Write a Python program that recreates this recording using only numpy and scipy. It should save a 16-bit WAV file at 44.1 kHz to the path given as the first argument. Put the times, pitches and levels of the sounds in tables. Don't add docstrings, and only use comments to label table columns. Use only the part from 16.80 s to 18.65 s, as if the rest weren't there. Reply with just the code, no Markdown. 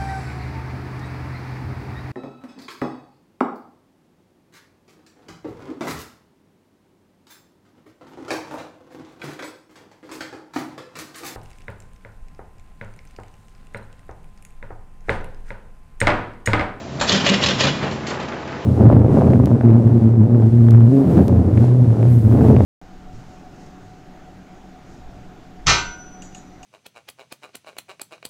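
import sys
import numpy as np
from scipy import signal
from scipy.fft import rfft, irfft
from scipy.io import wavfile
from scipy.ndimage import uniform_filter1d

SR = 44100
rng = np.random.default_rng(int(sys.argv[2]) if len(sys.argv) > 2 else 0)


def store_pcm(level_fs):
    pcm = np.round(np.clip(level_fs, -1, 1) * 32767).astype(np.int16)
    wavfile.write(sys.argv[1], SR, np.atleast_2d(pcm).T)


N = 81585

# start_s, cut_db, cut_decay_s, frame_gain_db, table_gain_db
STAPLES = [(.290, -16.5, 0.017, -3, -8), (.461, -10, 0.013, 1, -12), (.632, -13, 0.0086, -11, -17),
           (.803, -11.5, .014, -7.5, 3)]
# start_s,
# level_db, rise_s, decay_s, tilt_db_per_octave
STROKE_BLOWS = [(.317, -13, 0.0025, 0.023, 1), (.342, -16, .004, 0.024, -1), (.357, -24, 0.0047, .012, 6),
                (.372, -19.5, 0.0038, 0.015, -0.5), (.398, -24, .004, 0.02, 1.5),
                (.487, -14.5, 0.0029, 0.016, 0.5), (.515, -19, 0.0042, 0.025, -3),
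                (.533, -16, 0.0098, .014, 0.5), (.601, -26.5, 0.0044, 0.01, -5.5),
                (.626, -21, .004, 0.0077, -7), (.659, -15.5, 0.0025, 0.013, 5.5),
                (.683, -14.5, 0.0025, 0.013, 0.5), (.698, -18.5, 0.0095, 0.023, -1.1),
                (.832, -16.5, 0.0029, .012, -1), (.849, -17, 0.005, 0.0037, -0.5),
                (.868, -17.5, 0.0028, 0.019, 1), (.882, -20.5, 0.0023, 0.017, -1)]
# offset_s, level_db, rise_s, decay_s, tilt_db_per_octave
FEED_BLOWS = [(-0.025, -20, 0.025, 0.026, 3)]
# frequency_hz, relative_db
HEAD_COLOUR = [(25, -55.5), (60, -29), (250, -10.5), (550, 5), (800, -4), (1500, -1), (2200, -2.5),
               (3100, 1.5), (4200, -4), (5200, -5), (6200, -11), (7500, -17.5)]
# frequency_hz, relative_db
CUTTER_COLOUR = [(60, -18.5), (250, -6.5), (570, 3.5), (850, -6.5), (1150, 3), (1500, -14.5), (1800, 6.5),
                 (2150, -6.5), (2900, 8.5), (3250, 2.5), (4200, -1.5), (4800, -2.5), (6050, -11),
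                 (6500, -7.5), (7500, -10.5)]
# pitch_hz, relative_db, t60_s
HEAD_MODES = [(568, 2, .37), (1180, -6.5, 0.27), (1750, -2, 0.13), (1960, 2, 0.38), (2428, -1.5, 0.65),
              (2665, -8, .2), (2946, -3, .16), (3368, -2.5, 0.54), (3400, -4.5, .22), (3560, -13, 0.15),
              (3780, -1.5, .22), (4050, -6, .2), (4110, -3, 0.12)]
# delay_s, gain_db
HEAD_STRIKES = [(.005, -1.5), (.049, -1)]
# start_s, level_db
WIRE_SNAPS = [(0.2937, -9), (0.325, -13.5), (0.4678, -17.5), (0.4957, -13.5), (0.6377, -11),
              (0.6656, -16.5), (0.807, -23.5), (0.838, -14.5)]
# frequency_hz, relative_db
SNAP_COLOUR = [(300, -25), (2500, -17.5), (3750, -0.5), (4200, 4.5), (4650, -7), (5700, -27.5), (6500, -8),
               (7500, -18)]
# pitch_hz, relative_db, t60_s
FRAME_MODES = [(196.9, -10, .33), (243.2, -23.5, 0.38), (386.6, -25.5, 0.38), (574.5, -23, .12)]
# pitch_hz, relative_db, t60_s
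TABLE_MODES = [(141.6, -21.5, .6), (263.3, -28.5, 0.51), (506, -30.5, 0.13)]
# start_s, level_db, rise_s, decay_s, tilt_db_per_octave
CLUTCH_BLOWS = [(.194, -27, 0.0067, 0.017, 4.5), (.2098, -15, 0.0024, 0.029, 1.5)]
# frequency_hz, relative_db
CLUTCH_COLOUR = [(30, 0.5), (120, -7), (230, -1), (330, -1.5), (550, 4), (1100, -2), (2200, -9),
                 (4000, -9.5), (5200, -18), (7500, -18)]

# start_s, level_db,
# rise_s, decay_s, tilt_db_per_octave
CARTON_KNOCKS = [(.654, -23.5, 0.0059, .025, -3.5), (.84, -18.5, 0.0032, 0.029, 2),
                 (.924, -26, 0.0032, 0.017, -4.5), (1.019, -21.5, .012, 0.052, -2),
                 (1.06, -27.5, 0.0042, 0.088, -1.4), (1.108, -36, 0.0055, 0.041, 7),
                 (1.2665, -29, 0.0016, 0.049, 6), (1.300, -32.5, 0.0049, 0.0094, 8),
                 (1.305, -23.5, 0.016, 0.031, -3), (1.399, -32, 0.00081, 0.025, 2.5),
                 (1.422, -38.5, 0.0062, 0.045, 4), (1.482, -34.5, .004, 0.0097, 4),
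                 (1.57, -34, 0.012, 0.015, -4.5), (1.675, -40, 0.0018, 0.0053, 5.5)]
# frequency_hz, relative_db
KNOCK_COLOUR = [(20, -49.5), (45, -19), (90, -8.5), (140, 1.5), (230, -0.5), (400, -2.5), (650, 0),
                (1200, -9), (2200, -7), (3200, -12.5), (4500, -16), (7500, -28.5)]
# time_s, level_db
SLIDE_LEVELS = [(0, -63), (.19, -39.5), (.3, -27), (.9, -27), (.99, -30.5), (1.07, -26), (1.15, -36),
                (1.24, -32), (1.33, -29), (1.43, -29), (1.55, -31.5), (1.68, -31.5), (1.85, -35.5)]
# frequency_hz, relative_db
SLIDE_COLOUR = [(80, -10), (220, 8.5), (400, 5.5), (650, 0), (1000, 1.5), (1600, -2), (2600, -9),
                (4000, -18.5), (6000, -44), (7500, -44.5)]
# pitch_hz, level_db, t60_s
BED_MODES = [(218.6, -26, 1.05), (376, -31, 0.61)]

# time_s, level_db
ROLLER_LEVELS = [(0, -35), (.12, -35), (.3, -25), (.6, -26.5), (.8, -26), (1.1, -34.5), (1.25, -37.5),
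                 (1.5, -43.5), (1.85, -41.5)]
# frequency_hz, relative_db
ROLLER_COLOUR = [(25, -34), (55, -14.5), (80, -8), (110, -2), (135, -4.5), (165, -1), (220, -1.5),
                 (300, -8.5), (600, -29), (2000, -33.5)]
# pitch_hz, level_db
MOTOR_TONES = [(75, -42.5), (96, -47), (380, -47.5), (668, -46)]
# time_s, level_db
WHINE_LEVELS = [(0, -60), (.95, -54.5), (1.25, -43), (1.45, -36.5), (1.85, -43.5)]
# time_s, level_db
DRONE_LEVELS = [(0, -42.5), (.15, -28), (.45, -43), (.76, -29), (.95, -31), (1.15, -35.5), (1.5, -39.5),
                (1.85, -41.5)]
# frequency_hz, relative_db
SHOP_COLOUR = [(25, -25.5), (100, -8.5), (300, -5), (620, -2.5), (900, -10), (2000, -17.5), (4000, -22),
               (6000, -26.5), (7500, -35.5)]

HEAD_RING_DB, HEAD_GRAIN, HEAD_DETUNE = -31.5, 0.21, 0.0025
CATCH_PER_S, CATCH_DECAY_S, CATCH_DB, CATCH_SPREAD_DB = 110, 0.005, -8, 3
ROOM_T60_S, ROOM_TREBLE_T60_S, ROOM_DB, ROOM_DELAY_S = 1, 0.75, -10, 0.0072
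PATCH_DB, PATCH_SPACING_HZ = 2.5, 170
TOP_HZ, CEILING = 7650, 0.8


def stitcher_head():
    out = blows(STROKE_BLOWS, HEAD_COLOUR, HEAD_GRAIN)
    for start, cut_db, decay, *_ in STAPLES:
        out += blows(FEED_BLOWS, HEAD_COLOUR, HEAD_GRAIN, start)
        cut = noise(CUTTER_COLOUR, tilt_db=-0.5, grain=HEAD_GRAIN, patch_db=PATCH_DB)
        out += undb(cut_db) * envelope(start, rise_s=0.0071, decay_s=decay) * cut
        for delay, gain_db in HEAD_STRIKES:
            modes = [(hz * (1 + HEAD_DETUNE * rng.standard_normal()), db, t60)
                     for hz, db, t60 in HEAD_MODES]
            out += undb(HEAD_RING_DB + gain_db) * ring(modes, start + delay, rise_s=0.015)
    return out


def wire_snaps():
    ticks = sum(undb(db) * envelope(start, rise_s=0.0018, decay_s=0.003) for start, db in WIRE_SNAPS)
    return ticks * noise(SNAP_COLOUR)


def staple_thumps(delay_s=0.037, rise_s=0.0053):
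    out = np.zeros(N)
    for start, *_, frame_db, table_db in STAPLES:
        out += undb(frame_db) * ring(FRAME_MODES, start + delay_s, rise_s)
        out += undb(table_db) * ring(TABLE_MODES, start + delay_s, rise_s)
    return out


def clutch():
    return blows(CLUTCH_BLOWS, CLUTCH_COLOUR, grain=0.18)


def carton():
    scrape = curve(SLIDE_LEVELS) * noise(SLIDE_COLOUR, grain=0.13) * friction()
    knocks = blows(CARTON_KNOCKS, KNOCK_COLOUR, grain=0.15)
    return scrape + knocks + ring(BED_MODES, start_s=1.07, rise_s=0.017)


def friction(flutter_db=1.4):
    catches = rng.random(N) < CATCH_PER_S / SR
    strengths = undb(CATCH_SPREAD_DB * np.clip(rng.standard_normal(N), -2, 2))
    slips = signal.lfilter([1], [1, -np.exp(-1 / (CATCH_DECAY_S * SR))], catches * strengths)
    drag = undb(flutter_db * wander(50))
    return unit(drag + undb(CATCH_DB) * unit(slips))


def drive():
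    hum = sum(undb(db) * wavering_tone(hz) for hz, db in MOTOR_TONES)
    whine = curve(WHINE_LEVELS) * wavering_tone(pitch_hz=855)
    drone = curve(DRONE_LEVELS) * wavering_tone(pitch_hz=136)
    rumble = curve(ROLLER_LEVELS) * noise(ROLLER_COLOUR)
    return hum + whine + drone + rumble


def wall_echo(direct):
    wash = rng.standard_normal(N)
    low = signal.sosfilt(signal.butter(2, 2000, fs=SR, output="sos"), wash)
    tail = low * envelope(ROOM_DELAY_S, 0.0033, ROOM_T60_S / np.log(1000))
    tail += (wash - low) * envelope(ROOM_DELAY_S, 0.023, ROOM_TREBLE_T60_S / np.log(1000))
    return undb(ROOM_DB) * signal.fftconvolve(direct, tail / np.linalg.norm(tail))[:N]


def room_tone(level_db=-36):
    return undb(level_db) * noise(SHOP_COLOUR)


def blows(rows, colour, grain, start_s=0):
    return sum(undb(db) * envelope(start_s + at, rise, decay) * noise(colour, tilt, grain, PATCH_DB)
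               for at, db, rise, decay, tilt in rows)


def ring(modes, start_s, rise_s):
    age = np.maximum(clock() - start_s, 0)
    return sum(undb(db) * np.sin(2 * np.pi * hz * age) * envelope(start_s, rise_s, t60 / np.log(1000))
               for hz, db, t60 in modes)


def wavering_tone(pitch_hz, waver_db=2.5):
    gain = undb(waver_db * wander(10.13))
    hz = pitch_hz * (1 + 0.0023 * wander(9.35))
    return gain * np.sin(2 * np.pi * np.cumsum(hz) / SR)


def noise(colour, tilt_db=0, grain=0, patch_db=0):
    hz = np.maximum(np.arange(N // 2 + 1) * SR / N, 1)
    colour_hz, colour_db = np.array(colour).T
    patches = np.interp(hz / PATCH_SPACING_HZ, np.arange(256), np.clip(rng.standard_normal(256), -2, 2))
    patches *= np.minimum(hz / 1500, 1)
    shape_db = np.interp(np.log(hz), np.log(colour_hz), colour_db)
    shape_db += tilt_db * np.log2(hz / colour_hz[0]) + patch_db * patches
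    bunches = np.exp(grain * np.clip(wander(900), -2, 2))
    spectrum = rfft(rng.standard_normal(N) * bunches)
    return unit(irfft(spectrum * undb(shape_db) * (hz < TOP_HZ), N))


def envelope(start_s, rise_s, decay_s):
    age = clock() - start_s
    return np.clip(age / rise_s, 0, 1) * np.exp(-np.maximum(age - rise_s, 0) / decay_s)


def wander(rate_hz):
    hold = int(SR / rate_hz)
    steps = np.repeat(rng.standard_normal(N // hold + 1), hold)
    return 1.16 * uniform_filter1d(steps, hold)[:N]


def curve(rows):
    return undb(np.interp(clock(), *np.array(rows).T))


def undb(db):
    return 10 ** (np.asarray(db) / 20)


def unit(x):
    return x / np.sqrt(np.mean(x ** 2))


def clock():
    return np.arange(N) / SR


def scene():
    clacks = stitcher_head() + wire_snaps() + clutch()
    return (clacks + wall_echo(clacks) + staple_thumps() + carton() + drive() + room_tone())[None]


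def record(dry):
    rounded = CEILING * np.tanh(dry / CEILING)
    return signal.sosfilt(signal.ellip(10, 0.2, 80, TOP_HZ, fs=SR, output="sos"), rounded)


dry = scene()
out = record(dry)
store_pcm(out)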